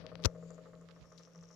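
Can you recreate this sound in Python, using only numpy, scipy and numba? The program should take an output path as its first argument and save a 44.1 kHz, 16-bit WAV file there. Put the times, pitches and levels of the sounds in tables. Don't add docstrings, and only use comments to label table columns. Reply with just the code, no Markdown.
import sys
import numpy as np
from scipy import signal
from scipy.fft import rfft, irfft
from scipy.io import wavfile
from scipy.ndimage import uniform_filter1d
from numba import njit

SR = 44100
rng = np.random.default_rng(int(sys.argv[2]) if len(sys.argv) > 2 else 0)


def nominal_scale(level):
    x = np.asarray(level, float) / 20
    return 10 ** x


def int16_out(signal):
    q = np.round(np.clip(np.atleast_2d(signal).T, -1, 1) * 32767)
    wavfile.write(sys.argv[1], SR, q.astype(np.int16))


N = 68355
T = np.arange(N) / SR
HUM_HZ = 168.95


@njit
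def svf(x, hz, width):
    y, b, l = np.empty(len(x)), 0., 0.
    g, k = np.tan(np.pi * hz / SR), width / hz
    for i in range(len(x)):
        v = (b + g * (x[i] + 1e-18 - l)) / (1 + g * (g + k))
        b, l, y[i] = 2 * v - b, l + 2 * g * v, k * v
    return y


def steep(x, hz, width):
    return svf(svf(x, float(hz), float(width)), float(hz), float(width))


def unit(x):
    return x / np.sqrt(np.mean(x ** 2))


def curve(table, column=1):
    return np.interp(T, np.array(table)[:, 0], np.array(table)[:, column])


def pan(x, lr_db):
    lr_db = lr_db + np.zeros(N)
    return x * nominal_scale(np.array([np.minimum(lr_db, 0), -np.maximum(lr_db, 0)]))


def ring(x, hz, t60):
    pole = np.exp(2j * np.pi * hz / SR - np.log(1000) / (max(t60, .003) * SR))
    return signal.lfilter([1], [1, -pole], x.astype(complex)).imag


def ring_modes(x, modes):
    return sum(nominal_scale(db) * ring(x, hz, t60) for hz, db, t60 in modes)


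def blows(times, gains):
    times = np.asarray(times)
    return np.bincount(np.clip(times * SR, 0, N - 1).astype(int), gains * (times >= 0), N)


def tinted(colour):
    hz, db = np.array(colour).T
    f = np.log(np.fft.rfftfreq(N, 1 / SR) + 1)
    gain = nominal_scale(np.interp(f, np.log(hz), db, right=-80))
    return unit(irfft(rfft(rng.standard_normal(N)) * gain, N))


def walk(rate):
    k = int(SR / rate)
    steps = np.repeat(rng.standard_normal(N // k + 1), k)
    return 0.82 * uniform_filter1d(uniform_filter1d(steps, k), k)[:N]


def click(s, db, hz, width_hz):
    y = steep(blows([s], [1.]), hz, width_hz)
    return y * nominal_scale(db) / np.abs(y).max()


def dull(x, hz):
    return signal.sosfilt(signal.butter(6, hz, fs=SR, output="sos"), x)


# (time [s], left level [dB], right level [dB])
HUM_LEVELS = [(0, -52, -64), (.04, -46, -56), (.08, -68, -63), (.12, -48, -55), (.3, -48, -52),
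              (.45, -48, -52), (.52, -50, -57), (.72, -52, -57), (.88, -51, -53), (1.0, -54, -58),
              (1.04, -61, -58), (1.12, -61, -62), (1.17, -53, -57), (1.21, -54, -57), (1.25, -63, -62),
              (1.33, -63, -62), (1.39, -51, -52), (1.55, -64, -64)]


def hum():
    tone = np.sin(2 * np.pi * HUM_HZ * T + 0.25) * nominal_scale(0.12 + 3.3 * walk(14))
    return tone * nominal_scale(np.array([curve(HUM_LEVELS), curve(HUM_LEVELS, column=2)]))


def drive():
    repeats = .8
    turn = rng.standard_normal(int(round(SR * 13 / HUM_HZ)))
    return np.sqrt(repeats) * np.resize(turn, N) + np.sqrt(1 - repeats) * rng.standard_normal(N)


# (time [s], level [dB])
WHEEL_KNOCKS = [(-.0358, -53), (0.0413, -52.5), (0.117, -49), (0.1949, -51.5), (0.2722, -48), (0.35, -54),
                (0.4264, -54), (0.5042, -52.5), (0.5808, -54), (0.6576, -52), (0.7337, -52.5),
                (0.8114, -56), (0.888, -52.5), (0.9643, -55), (1.0425, -55.5), (1.12, -52.5), (1.1973, -57),
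                (1.274, -57), (1.3511, -54.5), (1.4266, -56), (1.5049, -56)]
# (delay [s], bass level [dB], treble level [dB])
TURN_BLOWS = [
    (0, -1, 1),
    (.0065, -10, -3),
    (.0125, -14, -3.5),
    (.0275, -6, -12),
    (.042, -14.5, -14.5),
    (.055, -12.5, -16.5),
]
# (pitch [Hz], level [dB], t60 [s], left-right [dB])
CASE_LOW = [(119.7, 0.5, 0.1, -1), (267.5, -3, 0.086, -5.5), (425.3, -3, 0.12, 5), (469, 2, 0.089, 6),
            (522.5, 4, 0.1, 6.5), (545, -4.5, 0.052, 10.5), (624, 1.5, 0.11, 2.5)]
CASE_HIGH = [(858, -9.5, 0.15, -7), (1087, 3, 0.026, 5), (1231, 1.5, 0.042, 5), (1333, 0.5, 0.031, -16),
             (1514, -2, 0.014, 3), (1798, -3.5, 0.021, 6.5), (2076, -6, 0.014, 5)]
# (time [s], level [dB], extra left-right [dB])
NEARNESS = [
    (0, -61, 3),
    (.3, -60, 2.5),
    (.6, -64, 2.5),
    (.9, -70.5, 0.5),
    (1.2, -72, -1),
    (1.55, -73, -4),
]


def case():
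    knocks, turn = np.array(WHEEL_KNOCKS), np.array(TURN_BLOWS)
    lead_s = .002
    times = (knocks[:, :1] + turn[:, 0] - lead_s).ravel()
    chance = rng.standard_normal((len(times), 2))
    near = curve(NEARNESS)
    bass_db = np.interp(knocks[:, :1], T, near) + turn[:, 1] + 12.5
    treble_db = knocks[:, 1:] + turn[:, 2] - 5.5
    bass = (CASE_LOW, bass_db, near - 6, curve(NEARNESS, column=2), 520, 600)
    treble = (CASE_HIGH, treble_db, -85 + 0.15 * (near - near[-1]), 3 - 3.5 * T, 1600, 3000)
    out = 0
    for modes, knock_db, whirr_db, turned_db, contact_hz, width_hz in (bass, treble):
        uneven_db = knock_db.ravel() + 1.2 * chance[:, 1]
        hits = blows(times + 0.00034 * chance[:, 0], nominal_scale(uneven_db))
        hits = steep(hits, contact_hz, width_hz)
        for k, (hz, db, t60, lr_db) in enumerate(modes):
            tilt_db = -10 * max(np.log2(hz / 1300), 0)
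            whirr = unit(ring(drive(), hz, t60)) * nominal_scale(whirr_db + tilt_db + 1.2 * walk(25))
            knock = (-1) ** k * ring(hits, hz, t60)
            out = out + nominal_scale(db) * pan(knock + whirr, lr_db + turned_db)
    return out


# (time [s], left level [dB], right level [dB])
RUB_LEVELS = [(0, -51.5, -94), (.05, -66.5, -93), (.092, -55.5, -91), (.12, -66, -89), (.22, -64, -81),
              (.3, -75.5, -80), (.5, -70, -87), (.64, -73.5, -68.5), (.8, -79, -83.5), (.91, -89, -64.5),
              (.96, -69.5, -79.5), (1.03, -82, -64), (1.12, -74, -101), (1.2, -72, -69), (1.3, -77, -77)]
# (frequency [Hz], level [dB])
RUB_TINT = [(700, 7), (1500, 5), (3000, 2), (4500, 1), (6000, -5), (7000, -35), (9000, -35)]


def rub():
    return np.array([tinted(RUB_TINT) * nominal_scale(curve(RUB_LEVELS, column=c) + 2.2 * walk(90))
                     for c in (1, 2)])


# (time [s], left level [dB], right level [dB])
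RUMBLE_LEVELS = [(0, -52.5, -94), (.08, -55, -96), (.2, -56, -63), (.4, -67.5, -86), (.9, -67.5, -65),
                 (1.2, -91, -70.5), (1.43, -64.5, -84), (1.55, -83, -80)]


def rumble():
    return np.array([unit(steep(rng.standard_normal(N), 95, 130)) * nominal_scale(curve(RUMBLE_LEVELS, column=c))
                     for c in (1, 2)])


def squeak():
    whine = unit(svf(rng.standard_normal(N), 4550., 120.))
    return pan(whine * nominal_scale(-76) * (T < .24), 17)


# (frequency [Hz], level [dB])
HISS_TINT = [(30, -15.5), (110, -20), (250, -10), (760, -22.5), (6700, -37), (8500, -39.5), (14800, -45.5),
             (15300, -58)]


def hiss():
    return np.array([tinted(HISS_TINT) for _ in range(2)]) * nominal_scale(-70.5)


# (time [s], peak level [dB], pitch [Hz], width [Hz], left-right [dB])
PORT_THUMPS = [
    (.2572, -19.5, 88, 78, 40),
    (.249, -25, 104, 130, 35),
    (.2665, -26.5, 48, 84, 37.5),
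    (0.047, -71, 222, 62, 15),
    (0.044, -58, 47, 240, -13),
    (0.058, -45, 970, 610, 24),
    (.155, -43, 830, 860, 27),
    (0.25, -57, 110, 48, -9),
]


def thumps():
    return sum(pan(click(s, db, hz, width), lr_db) for s, db, hz, width, lr_db in PORT_THUMPS)


def tick(s, db, hz):
    y = svf(blows([s], [1.]), float(hz), 4500 * min(1., (3500 / hz) ** 2))
    y = dull(y, max(5500, 1.2 * hz))
    return y * nominal_scale(db + 6.5) / np.abs(y).max()


# (time [s], peak level [dB], pitch [Hz])
LEFT_TICKS = [(0.0657, -37, 3200), (.155, -36.5, 2230), (0.2012, -53.5, 4440), (0.506, -49.5, 6860),
              (0.546, -56.5, 6700), (0.813, -58.5, 7050), (1.123, -54, 6040), (1.182, -49, 4600),
              (1.234, -56, 3520), (1.251, -55, 3660), (1.429, -60, 7240)]
RIGHT_TICKS = [(.212, -61, 2600), (.2243, -68, 3730), (.2297, -70, 3000), (.638, -57.5, 3000),
               (.652, -59, 2980), (.753, -57, 3370), (.888, -50, 2900), (.910, -51, 3040),
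               (.9145, -53.5, 2800), (1.012, -55, 3400), (1.027, -59, 2780), (1.182, -76, 3900),
               (1.234, -77, 2500), (1.251, -72, 2200), (1.348, -63, 2000), (1.39, -57, 2200),
               (1.44, -56, 2400)]


def ticks():
    left = sum(tick(*row) for row in LEFT_TICKS)
    right = sum(tick(*row) for row in RIGHT_TICKS)
    return pan(left, 24) + pan(right, -14)


# (time [s], level [dB])
CRUNCH_LEVELS = [
    (.222, -58),
    (.244, -51),
    (.249, -30),
    (.255, -26),
    (.259, -28),
    (.263, -35),
    (.266, -66),
]
# (frequency [Hz], level [dB])
CRUNCH_TINT = [(250, 2), (550, 0.5), (1000, -2.5), (2200, -8), (4200, -7.5), (6300, -8), (7500, -20.5),
               (15500, -27)]
# (time [s], peak level [dB], pitch [Hz], bright edge level [dB])
PRESS_SNAPS = [
    (.2393, -30, 3800, -40),
    (.2446, -35, 4000, -30),
    (.2483, -19, 4300, -18),
    (.2512, -26, 1300, -30),
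    (.2541, -22, 3000, -22),
    (.2570, -11, 5500, -17),
    (.2602, -31, 6100, -16),
]
# (pitch [Hz], level [dB], t60 [s])
SHELL_MODES = [(520, -21, .012), (1200, -26, .016), (2460, -31, .012), (5900, -24, .013)]


def press():
    snaps = 0
    for s, db, hz, air_db in PRESS_SNAPS:
        body = dull(click(s, db + 6, hz, hz * .8), 6900)
        snaps = snaps + body + click(s, db + air_db, 10500, 10500)
    hardest_s = max(PRESS_SNAPS, key=lambda row: row[1])[0]
    shell = ring_modes(blows([hardest_s + .0006], [1.]), SHELL_MODES)
    inside = (T > CRUNCH_LEVELS[0][0]) & (T < CRUNCH_LEVELS[-1][0])
    crunch = inside * tinted(CRUNCH_TINT) * nominal_scale(curve(CRUNCH_LEVELS) + 3.5 * walk(700))
    return pan(snaps + shell + crunch, 44)


# (time [s], low ring level [dB], high ring level [dB])
RATTLE_LEVELS = [(.27, -64.5, -87), (.36, -77.5, -76), (.5, -77, -67.5), (.6, -79, -75.5),
                 (.85, -78.5, -80), (1.0, -73, -81), (1.15, -68, -77.5), (1.25, -67.5, -77),
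                 (1.31, -72.5, -86), (1.36, -72, -80), (1.55, -63, -76.5)]
# (pitch [Hz], level [dB], t60 [s])
REEL_LOW = [(5470, -11.5, 0.11), (5765, 8, 0.0056), (6080, -6.5, 0.02)]
REEL_HIGH = [(4680, 12, 0.0086), (6710, 1.5, 0.038), (7130, 3, 0.023), (7300, -1.5, 0.032)]


def rattle():
    out = 0
    for column, modes, per_s, trim_db in ((1, REEL_LOW, 900, -3), (2, REEL_HIGH, 1500, 0)):
        taps = (rng.random(N) < per_s / SR) * nominal_scale(4 * rng.standard_normal(N))
        rings = unit(svf(ring_modes(taps, modes), float(modes[1][0]), 1700.))
        out = out + rings * nominal_scale(curve(RATTLE_LEVELS, column=column) + trim_db)
    return pan(out * (T > RATTLE_LEVELS[0][0]), 14)


# (time [s], peak level [dB], pitch [Hz], width [Hz], left-right [dB])
SLIDING_BUMP = [
    (1.004, -51, 140, 120, -20),
    (1.016, -47, 90, 100, -30),
    (1.03, -52, 62, 60, -30),
]


def bump():
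    return sum(pan(click(s, db, hz, width), lr_db) for s, db, hz, width, lr_db in SLIDING_BUMP)


# (time [s], peak level [dB])
SINGLE_TAPS = [(1.103, -62), (1.1215, -66), (1.177, -54), (1.187, -54), (1.193, -55), (1.228, -58.5),
               (1.234, -53.5), (1.251, -55), (1.257, -56), (1.261, -57), (1.28, -60), (1.335, -57),
               (1.349, -57), (1.358, -51), (1.378, -55), (1.411, -55.5), (1.435, -52.5), (1.455, -55),
               (1.481, -61), (1.488, -53.5), (1.512, -52.5), (1.529, -56)]
# (pitch [Hz], level [dB], t60 [s])
REEL_TAP_MODES = [(5540, -4, 0.025), (5800, 0, 0.0097), (6140, -4.5, 0.007)]


def reel_taps():
    times, db = np.array(SINGLE_TAPS).T
    taps = blows(times, nominal_scale(db + 1.5))
    taps = svf(svf(taps, 5930., 2200.), 5900., 2200.)
    return pan(ring_modes(taps, REEL_TAP_MODES), 14)


def scrape():
    start_s, t60_s = 1.178, 0.27
    grit = unit(steep(rng.standard_normal(N), 4560, 3000)) * nominal_scale(5 * walk(300))
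    fade_db = -60 * np.abs(T - start_s) / t60_s
    return pan(grit * nominal_scale(-62.5 + fade_db) * (T > start_s), 16)


def scene():
    machine = hum() + case() + rattle() + reel_taps()
    hands = rub() + rumble() + squeak() + thumps() + ticks() + press() + bump() + scrape()
    return machine + hands + hiss()


def low_pass(x):
    return signal.sosfilt(signal.butter(12, 16650, fs=SR, output="sos"), x)


def record(dry):
    return low_pass(dry)


dry = scene()
out = record(dry)
int16_out(out)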